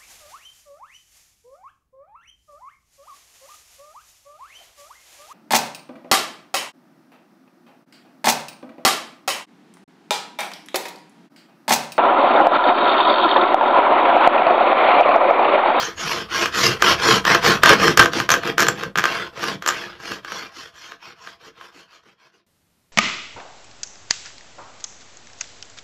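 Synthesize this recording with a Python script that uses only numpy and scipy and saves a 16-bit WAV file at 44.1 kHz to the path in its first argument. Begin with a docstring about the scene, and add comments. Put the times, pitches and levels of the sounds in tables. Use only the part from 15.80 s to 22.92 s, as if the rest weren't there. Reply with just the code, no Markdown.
"""In a workshop, a hand file is worked quickly back and forth over the inner wall of a wooden box on a bench.
Random fibre snaps, filtered by resonances, make each stroke's thrum, scrape and hiss; the bench sways.
Noise bursts make knocks and chatter, sines make squeaks and dull thumps, and scattered echoes the room.
The loudest peaks overload the microphone. The sound of the work is faded out, by falling stroke levels,
and a faint room hum with a low tone comes in at the end."""
import sys
import numpy as np
from scipy import signal
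from scipy.fft import rfft, irfft
from scipy.io import wavfile
from scipy.ndimage import uniform_filter1d

SR = 44100
rng = np.random.default_rng(int(sys.argv[2]) if len(sys.argv) > 2 else 0)


def master(y):
    """Save y as 16-bit WAV."""
    cut = np.clip(np.atleast_2d(y).T, -1, 1)
    pcm = np.round(cut * 32767)  # scale
    wavfile.write(sys.argv[1], SR, pcm.astype(np.int16))


N = 313992  # samples

# Strokes of the file, push and pull in turn. Each row: start in seconds, length in seconds, scrape level in dB
# before the trim, share of the length at which the file is fastest, bite (fibre hiss over the scrape) in dB,
# weight (bench thrum over the scrape) in dB, both before the trims.
STROKES = [(-.092, 0.27, -24, 0.27, -2.5, -9.5), (0.151, .34, -25, 0.42, -5, -7),
           (0.473, 0.26, -22, 0.48, -6, -10.5), (0.704, .29, -19, .45, -3.5, -7),
           (.98, 0.2, -15, 0.56, -7, -7.5), (1.151, 0.27, -15.5, 0.58, -5.5, -6),
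           (1.435, 0.19, -13.5, 0.37, -12, -8), (1.6, 0.21, -14, 0.39, -8, -4),
           (1.808, 0.19, -12.5, 0.44, -13, -6), (1.952, 0.21, -16.5, 0.49, -6, 0),
           (2.164, 0.17, -17.5, .18, -8, -2), (2.304, .19, -24, 0.35, -6.5, -0.5),
           (2.484, 0.16, -19.5, 0.21, -9, -3.5), (2.592, 0.15, -24.5, 0.61, -18, -1.5),
           (2.771, 0.25, -23, 0.16, -8.5, -0.5), (2.931, .2, -32, 0.36, -14, -1.5),
           (3.146, 0.37, -25.5, 0.47, -18, -9.5), (3.513, 0.27, -28, 0.58, -6.5, -2),
           (3.805, 0.42, -31.5, 0.29, -11, -8), (4.153, 0.27, -35, .55, -5, -3),
           (4.417, 0.32, -34, 0.43, -7.5, -11), (4.696, 0.24, -40.5, 0.45, -1.5, -14.5),
           (4.895, 0.31, -44.5, 0.49, -3.5, -13), (5.168, 0.2, -43.5, 0.53, -7.5, -10.5),
           (5.333, 0.26, -45, 0.54, -5, -13.5), (5.558, 0.17, -46, 0.62, -5, -4.5),
           (5.705, 0.22, -46, 0.62, -8, -8), (5.899, 0.19, -47.5, 0.44, -6, -6),
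           (6.05, 0.18, -51, 0.53, -6.5, -14), (6.191, 0.19, -57.5, 0.49, -8, -4),
           (6.348, 0.18, -54.5, 0.57, -10.5, -9.5), (6.508, 0.16, -61.5, 0.3, -5, -6.5)]
# Spectrum of a knock's woody body. Each row: frequency in Hz, relative density in dB per Hz.
CLACK = [(40, -44), (170, -24.5), (330, -6), (500, -6), (800, -9), (1150, -1), (1700, 4), (2100, -8),
         (3100, -8), (4500, -17.5), (8000, -37.5)]
# Spectrum of a knock's hard tick. Each row: frequency in Hz, relative density in dB per Hz.
TICK = [(1500, -25), (3000, -12.5), (5500, 6), (7200, 3), (8200, -11.5), (10500, -16), (12000, -15.5),
        (14000, -15), (16000, -28.5)]
# Resonances of the box and bench, with the microphone's dip near 4 kHz.
# Each row: frequency in Hz, width in Hz, lift in dB (negative for a dip).
RESONANCES = [(524, 52, -0.5), (679.6, 7, 11.5), (806, 30, 6.5), (1075, 25, 6.5), (1276, 38, 4.5),
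              (1600, 55, 0.5), (1826, 31, -4.5), (3160, 220, 2), (4060, 52, -7), (4276, 89, 5.5),
              (5650, 220, 1.5), (9830, 200, 5), (11620, 540, 4.5)]
# Modes of the steel file. Each row: frequency in Hz, width in Hz, lift in dB.
FILE_MODES = [(11970, 540, 16), (12900, 250, 4)]
SCRAPE_POWER = 1.66  # exponent on the file's speed


def amp(db):
    """Decibel law: a level in dB becomes an amplitude ratio."""
    return 10 ** (np.asarray(db) / 20)


def evened(x):
    """Normalisation to unit root-mean-square value."""
    return x / np.sqrt(np.mean(x ** 2) + 1e-20)


def read(points, hz):
    """Interpolation along a logarithmic frequency axis."""
    f, value = np.transpose(points)
    return np.interp(np.log(hz + 1), np.log(f + 1), value)


def colour(x, spectrum, peaks=(), size=8192):
    """Minimum-phase filtering: a causal response of unit energy from a spectrum with resonances on top."""
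    hz = abs(np.fft.fftfreq(size, 1 / SR))
    lifts = sum(lift / (1 + (2 * (hz - f) / width) ** 2) for f, width, lift in peaks)
    log_gain = np.log(amp(read(spectrum, hz) + lifts))
    # the Hilbert transform of the log gain gives the phase of the causal response
    ring = np.fft.ifft(np.exp(np.conj(signal.hilbert(log_gain)))).real[:size // 2]
    return signal.oaconvolve(x, ring / np.linalg.norm(ring))[:N]


def wander(rate_hz):
    """Low-pass random process: smooth chance of unit size, with little motion above the rate."""
    hz = np.fft.rfftfreq(N, 1 / SR)
    return evened(irfft(rfft(rng.standard_normal(N)) / (1 + (hz / rate_hz) ** 4), N))


def teeth(per_s, spread_db):
    """Random impulse process: fibres snap at chance moments, most of them small, a few large."""
    sizes = amp(spread_db * np.minimum(rng.exponential(1, N), 4)) * rng.choice([-1, 1], N)
    return evened(sizes * (rng.random(N) < per_s / SR))


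def effort(power, stroke_db, late=0):
    """Power law of speed: each stroke speeds up from rest and slows again, and force follows a power of speed."""
    usual_stroke_s, cruise = 0.21, 0.47  # strokes longer than usual have a flatter arch
    t, force = np.arange(N) / SR, np.zeros(N)
    for (start, length, _, crest, _, _), db in zip(STROKES, stroke_db):
        during = (t > start) & (t < start + length)
        u = (t[during] - start) / length
        crest = np.clip(crest + late, .05, .95)
        # time is warped so that the half sine peaks at the crest
        warped = u * (1 - crest) / (u * (1 - crest) + crest * (1 - u))
        speed = abs(np.sin(np.pi * warped)) ** ((usual_stroke_s / length) ** cruise)
        force[during] = np.hypot(force[during], amp(db) * speed ** power)
    return force


def travel(x, patch_db, hold_s, width=.012, size=1024):
    """Moving excitation point: as the contact travels, it favours now one group of resonances, now another."""
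    hz, t, z = signal.stft(x, SR, nperseg=size, noverlap=size * 3 // 4)
    pitch = np.log(hz + 500) / width
    band = (pitch - pitch[0]).astype(int)  # groups of resonances grow wider towards the treble
    across = signal.windows.gaussian(15, 2)[:, None]
    along = np.exp(-(np.arange(-20, 21) * t[1] / hold_s) ** 2)
    chance = rng.standard_normal((2 * size, len(t)))[:band[-1] + 1]
    favour = evened(signal.fftconvolve(chance, across * along, "same"))  # smooth in pitch and in time
    gain = evened(amp(patch_db * favour[band]))
    return signal.istft(z * gain, SR, nperseg=size, noverlap=size * 3 // 4)[1][:N]


def filing(slip_db=1.59, hiss_slip_db=1.33, rock_db=2):
    """Stick-slip friction: one uneven grip drives the bench thrum, the scrape of the wall and the fibre hiss."""
    # Spectra of the three parts. Each row: frequency in Hz, relative density in dB per Hz.
    thrum_spectrum = [(60, -21.5), (100, -6.5), (145, -1.5), (200, -1), (255, -6), (340, 3.5), (400, -2.5),
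                      (490, 6), (600, -14.5), (800, -23), (1200, -50.5)]
    scrape_spectrum = [(300, -47.5), (620, -5), (830, -9), (920, -2.5), (1060, -0.5), (1650, 1.5),
                       (2050, -4), (3200, -6), (3800, -11.5), (5000, -13.5), (9000, -36.5)]
    hiss_spectrum = [(1500, -19), (3200, -3), (4400, -1.5), (5600, 0), (6700, -7.5), (7500, -12.5),
                     (8100, -21.5), (11000, -21), (14000, -23.5), (16000, -35.5)]
    thrum_power, hiss_power = 1.6, 2.48  # the thrum lingers at the turns, the hiss needs speed
    thrum_late = 0.07  # the bench takes up the load later, by this share of the stroke
    _, _, level_db, _, bite_db, weight_db = np.transpose(STROKES)

    grip, snaps = wander(rate_hz=75), teeth(per_s=3800, spread_db=3.0)
    drag = evened(amp(slip_db * grip)) * snaps
    rocking = evened(amp(rock_db * wander(rate_hz=42)))  # the clamped box rocks a little under the hands
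    load = drag * rocking * effort(thrum_power, level_db + weight_db, thrum_late)
    thrum = amp(-.5) * colour(load, thrum_spectrum, RESONANCES)
    scrape = amp(0.4) * colour(drag * effort(SCRAPE_POWER, level_db), scrape_spectrum, RESONANCES)
    tearing = evened(amp(hiss_slip_db * grip)) * teeth(per_s=19000, spread_db=2.5)
    hiss = amp(0.82) * colour(tearing * effort(hiss_power, level_db + bite_db), hiss_spectrum, RESONANCES)
    return travel(thrum + scrape + hiss, patch_db=3.0, hold_s=0.022)


def sway(sway_db=-21, average_s=0.54):
    """Inertia as averaging: the heavy bench follows the smoothed effort and rumbles on through the turns."""
    # Spectrum of the bench's rumble. Each row: frequency in Hz, relative density in dB per Hz.
    sway_spectrum = [(20, -11.5), (75, 4), (100, 0.5), (125, 0.5), (220, -34)]
    _, _, level_db, _, bite_db, _ = np.transpose(STROKES)
    push = uniform_filter1d(effort(SCRAPE_POWER, level_db + bite_db / 2), int(average_s * SR))
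    return amp(sway_db) * colour(push * rng.standard_normal(N), sway_spectrum)


def workshop(x, first_s=.004):
    """Reverberant decay: scattered reflections from bench and walls, each band dying at its own speed."""
    # Reverberation of the workshop. Each row: frequency in Hz, time to decay by 60 dB in seconds.
    decay_times = [(120, 0.45), (500, 0.2), (1500, 0.18), (7200, 0.16), (10000, 0.14)]
    size = SR // 2
    taps = rng.choice([-1, 1], size) * (rng.random(size) < 4000 / SR) * (np.arange(size) > first_s * SR)
    hz, t, z = signal.stft(taps * 1., SR, nperseg=256)
    decay = amp(-60 * t / read(decay_times, hz)[:, None])
    tail = signal.istft(z * decay, SR, nperseg=256)[1]
    return signal.oaconvolve(x, tail / np.linalg.norm(tail))[:N]


def squeaks(rough=.03):
    """Periodic stick-slip: the teeth skip evenly for a moment and whistle, wavering, at the tooth rate."""
    # Each row: middle in seconds, tooth rate in Hz before the waver, peak level in dB, length in seconds.
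    whistles = [(0.052, 6390, -28.5, .04), (0.206, 6620, -32.5, 0.088), (0.868, 5430, -4.5, 0.003),
                (2.522, 6220, -16, 0.029), (2.886, 7110, -11.5, 0.0063), (3.886, 7200, -15, 0.013)]
    t, out = np.arange(N) / SR, np.zeros(N)
    turns = np.cumsum(1 + rough * wander(rate_hz=840)) / SR
    for middle, hz, db, length in whistles:
        fall_db = 17 * np.minimum((2 * (t - middle) / length) ** 2, 20)
        out += amp(db - fall_db) * np.sin(2 * np.pi * hz * turns)
    return out


def thumps(rise_s=.015, waver=0.2):
    """Transient oscillation: the box gives under the hands, swelling quickly and dying at an unsteady pitch."""
    # Each row: start in seconds, pitch in Hz before the waver, level in dB.
    gives = [(.235, 154.3, -34), (.88, 121.6, -25), (1.325, 197.8, -23.5), (1.66, 156, -26),
             (2.07, 205, -21), (2.36, 215, -33), (3.055, 189, -34), (3.165, 175, -30.5),
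             (4.305, 207, -41.5), (4.765, 330, -47), (5.95, 330, -52.5), (6.255, 319, -59),
             (6.535, 332, -63)]
    t, out = np.arange(N) / SR, np.zeros(N)
    turns = np.cumsum(1 + waver * wander(rate_hz=110)) / SR
    for start, hz, db in gives:
        u = np.clip((t - start) / rise_s, 0, 20)
        out += amp(db) * u * np.exp(1 - u) * np.sqrt(2) * np.sin(2 * np.pi * hz * turns)
    return out


def blow(contact_s, size=700):
    """Broadband impact: a quick cluster of slips swells and dies, with even energy at all pitches."""
    u = (np.arange(size) + 1) / SR / contact_s
    swell = u ** .4 * np.exp(-u)
    slips = rng.standard_normal(size)
    for _ in range(12):
        slips = irfft(np.exp(1j * np.angle(rfft(slips * swell))), size)  # shape in time, then flatten the spectrum
    return slips / np.linalg.norm(slips)


def knocking(clack_db=8, tick_db=7, clack_s=.0036, tick_s=.003, dig=0.085, lead_s=.0012):
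    """Modal excitation by impact: a knock rings the wall, and by its hardness also the steel of the file."""
    # The file lands on the wood or catches hard. Each row: time in seconds, level in dB before the clack and
    # tick gains, hardness (treble over the knock) in dB before those gains.
    landings = [(0.658, 0, -14), (0.748, -8, -8), (0.8644, -8, -1), (1.0223, 9, -11.5),
                (1.4518, 2.5, -13.5), (1.504, -16, -12), (1.5481, 7.5, -15), (1.834, 14, -12.5),
                (1.859, 13, -15.5), (1.893, 12.5, -12.5), (1.9338, 6, -19), (2.0794, 7, -25),
                (2.174, 9, -6), (2.1937, 17, -22), (2.1984, 17.5, -24), (2.2269, 6, -22), (2.258, 4, -16),
                (2.334, -5, -12), (2.4005, 1.5, -14), (2.4914, 5, -13), (2.5039, 6.5, -7),
                (2.5171, 2.5, -2), (2.5393, 6, -11), (2.6344, -6.5, -21), (2.6746, -9, -7.5),
                (2.781, 4.5, -11), (2.795, 4.5, -15), (2.8041, 0.5, -1), (2.822, 2, -8), (2.8285, 1.5, -9),
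                (2.8672, -0.5, -12), (2.8846, 5, -7.5), (3.035, -5, -14), (3.157, 0, -24),
                (3.1774, -3.5, -7), (3.1856, 1, -10), (3.221, -9, -23), (3.2398, 4, -15.5),
                (3.2547, 4, -15.5), (3.594, -14, -14), (3.6398, -5.5, -10), (3.8234, -12, -11),
                (3.8624, -2, -9), (3.8762, -1.5, -3), (3.888, 2, -9), (3.9066, -10, -9), (4.3193, -9, -14),
                (4.4478, -13.5, -15), (4.5202, -10, -14), (5.1194, -16, -21), (5.473, -16, -24),
                (5.812, -20, -29)]
    # Modes of the wooden wall. Each row: frequency in Hz, width in Hz, lift in dB.
    wall_modes = [(1216, 39, 10), (1562, 25, 6.5), (1830, 47, 0), (2870, 150, 0.5)]
    soft, hard = np.zeros((2, N))
    for s, db, hardness_db in landings:
        linger = 1 + dig * min(amp(db), 4)  # a heavy blow digs in and rattles for longer
        at = round((s - lead_s) * SR)
        push, tick = blow(clack_s * linger), blow(tick_s * linger)
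        soft[at:at + len(push)] += amp(db + clack_db) * push
        hard[at:at + len(tick)] += amp(db + hardness_db + tick_db) * tick
    return colour(soft, CLACK, [*RESONANCES, *wall_modes]) + colour(hard, TICK, [*RESONANCES, *FILE_MODES])


def chatter(body_db=8, edge_db=7, swell=1.0, bounce_s=.0026, count=8):
    """Repeated impact: uneven trains of taps swell and die, dealt among several points of contact."""
    # Spells of bouncing along the wood. Each row: start in seconds, length in seconds, level in dB before the
    # body and edge gains, hardness (treble over the bounce) in dB before those gains.
    spells = [(1.48, .08, -11, -15), (1.869, .085, 4, -19), (2.188, 0.078, -3.5, -6),
              (2.335, 0.081, -10.5, -22), (2.5, 0.083, -7.5, -9), (2.638, 0.063, -11.5, -17),
              (2.77, 0.079, -2.5, -6), (2.975, 0.1, -17, -20), (3.159, 0.053, -2, -12.5),
              (3.242, 0.065, -10, -25), (3.597, .15, -11.5, -19), (3.858, 0.062, -4.5, -11),
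              (4.25, 0.16, -22.5, -22), (5.785, 0.058, -32, -25)]
    bounce_per_s, jitter, spread_db = 95, .3, 1  # median tap rate, its log spread, spread of tap levels
    t = np.arange(N) / SR
    body, edge, soft, hard = np.zeros((4, N))
    for start, length, db, hardness_db in spells:
        during = (t > start) & (t < start + length)
        arch = abs(np.sin(np.pi * (t[during] - start) / length)) ** swell
        body[during] = amp(db + body_db) * arch
        edge[during] = amp(db + hardness_db + edge_db) * arch
    turns = np.cumsum(bounce_per_s * np.exp(jitter * wander(rate_hz=70))) / SR
    # one tap at each whole turn
    taps = np.diff(np.floor(turns), prepend=0) * amp(spread_db * np.minimum(wander(rate_hz=90), 1))
    contact = rng.integers(0, count, N)
    for k in range(count):
        soft += signal.oaconvolve(taps * body * (contact == k), blow(bounce_s))[:N]
        hard += signal.oaconvolve(taps * edge * (contact == k), blow(bounce_s))[:N]
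    wood = travel(colour(soft, CLACK, RESONANCES), patch_db=3.5, hold_s=0.018, width=0.022, size=512)
    return wood + colour(hard, TICK, [*RESONANCES, *FILE_MODES])


def hum(air_db=-66.5, tone_hz=172, tone_db=-74, from_s=6.665):
    """Stationary background: soft coloured noise with one steady low tone, switched on at the end."""
    # Spectrum of the quiet room. Each row: frequency in Hz, relative density in dB per Hz.
    air_spectrum = [(30, -9.5), (60, -5.5), (100, 0), (250, -5.5), (800, -13), (14000, -21)]
    t = np.arange(N) / SR
    air = amp(air_db) * evened(colour(rng.standard_normal(N), air_spectrum))
    tone = amp(tone_db) * np.sin(2 * np.pi * tone_hz * t)
    return (air + tone) * (t >= from_s)


def scene():
    """Superposition: file, box and bench close by, with the workshop's reflections around them."""
    strokes, knocks, whistles = filing(), knocking() + chatter(), squeaks()
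    room = workshop(amp(-9.0) * strokes + amp(-9.0) * knocks + amp(-10.0) * whistles)
    return (strokes + knocks + whistles + room + sway() + hum() + thumps())[None]


def record(dry, edge_hz=14450):
    """Hard clipping and band limit: the loudest peaks overload the microphone, then a low-pass follows."""
    clipped = np.clip(dry, -.92, .92)
    low_pass = signal.firwin(401, edge_hz, window=("kaiser", 8), fs=SR)
    return signal.oaconvolve(clipped, low_pass[None], "same")


dry = scene()
out = record(dry)
master(out)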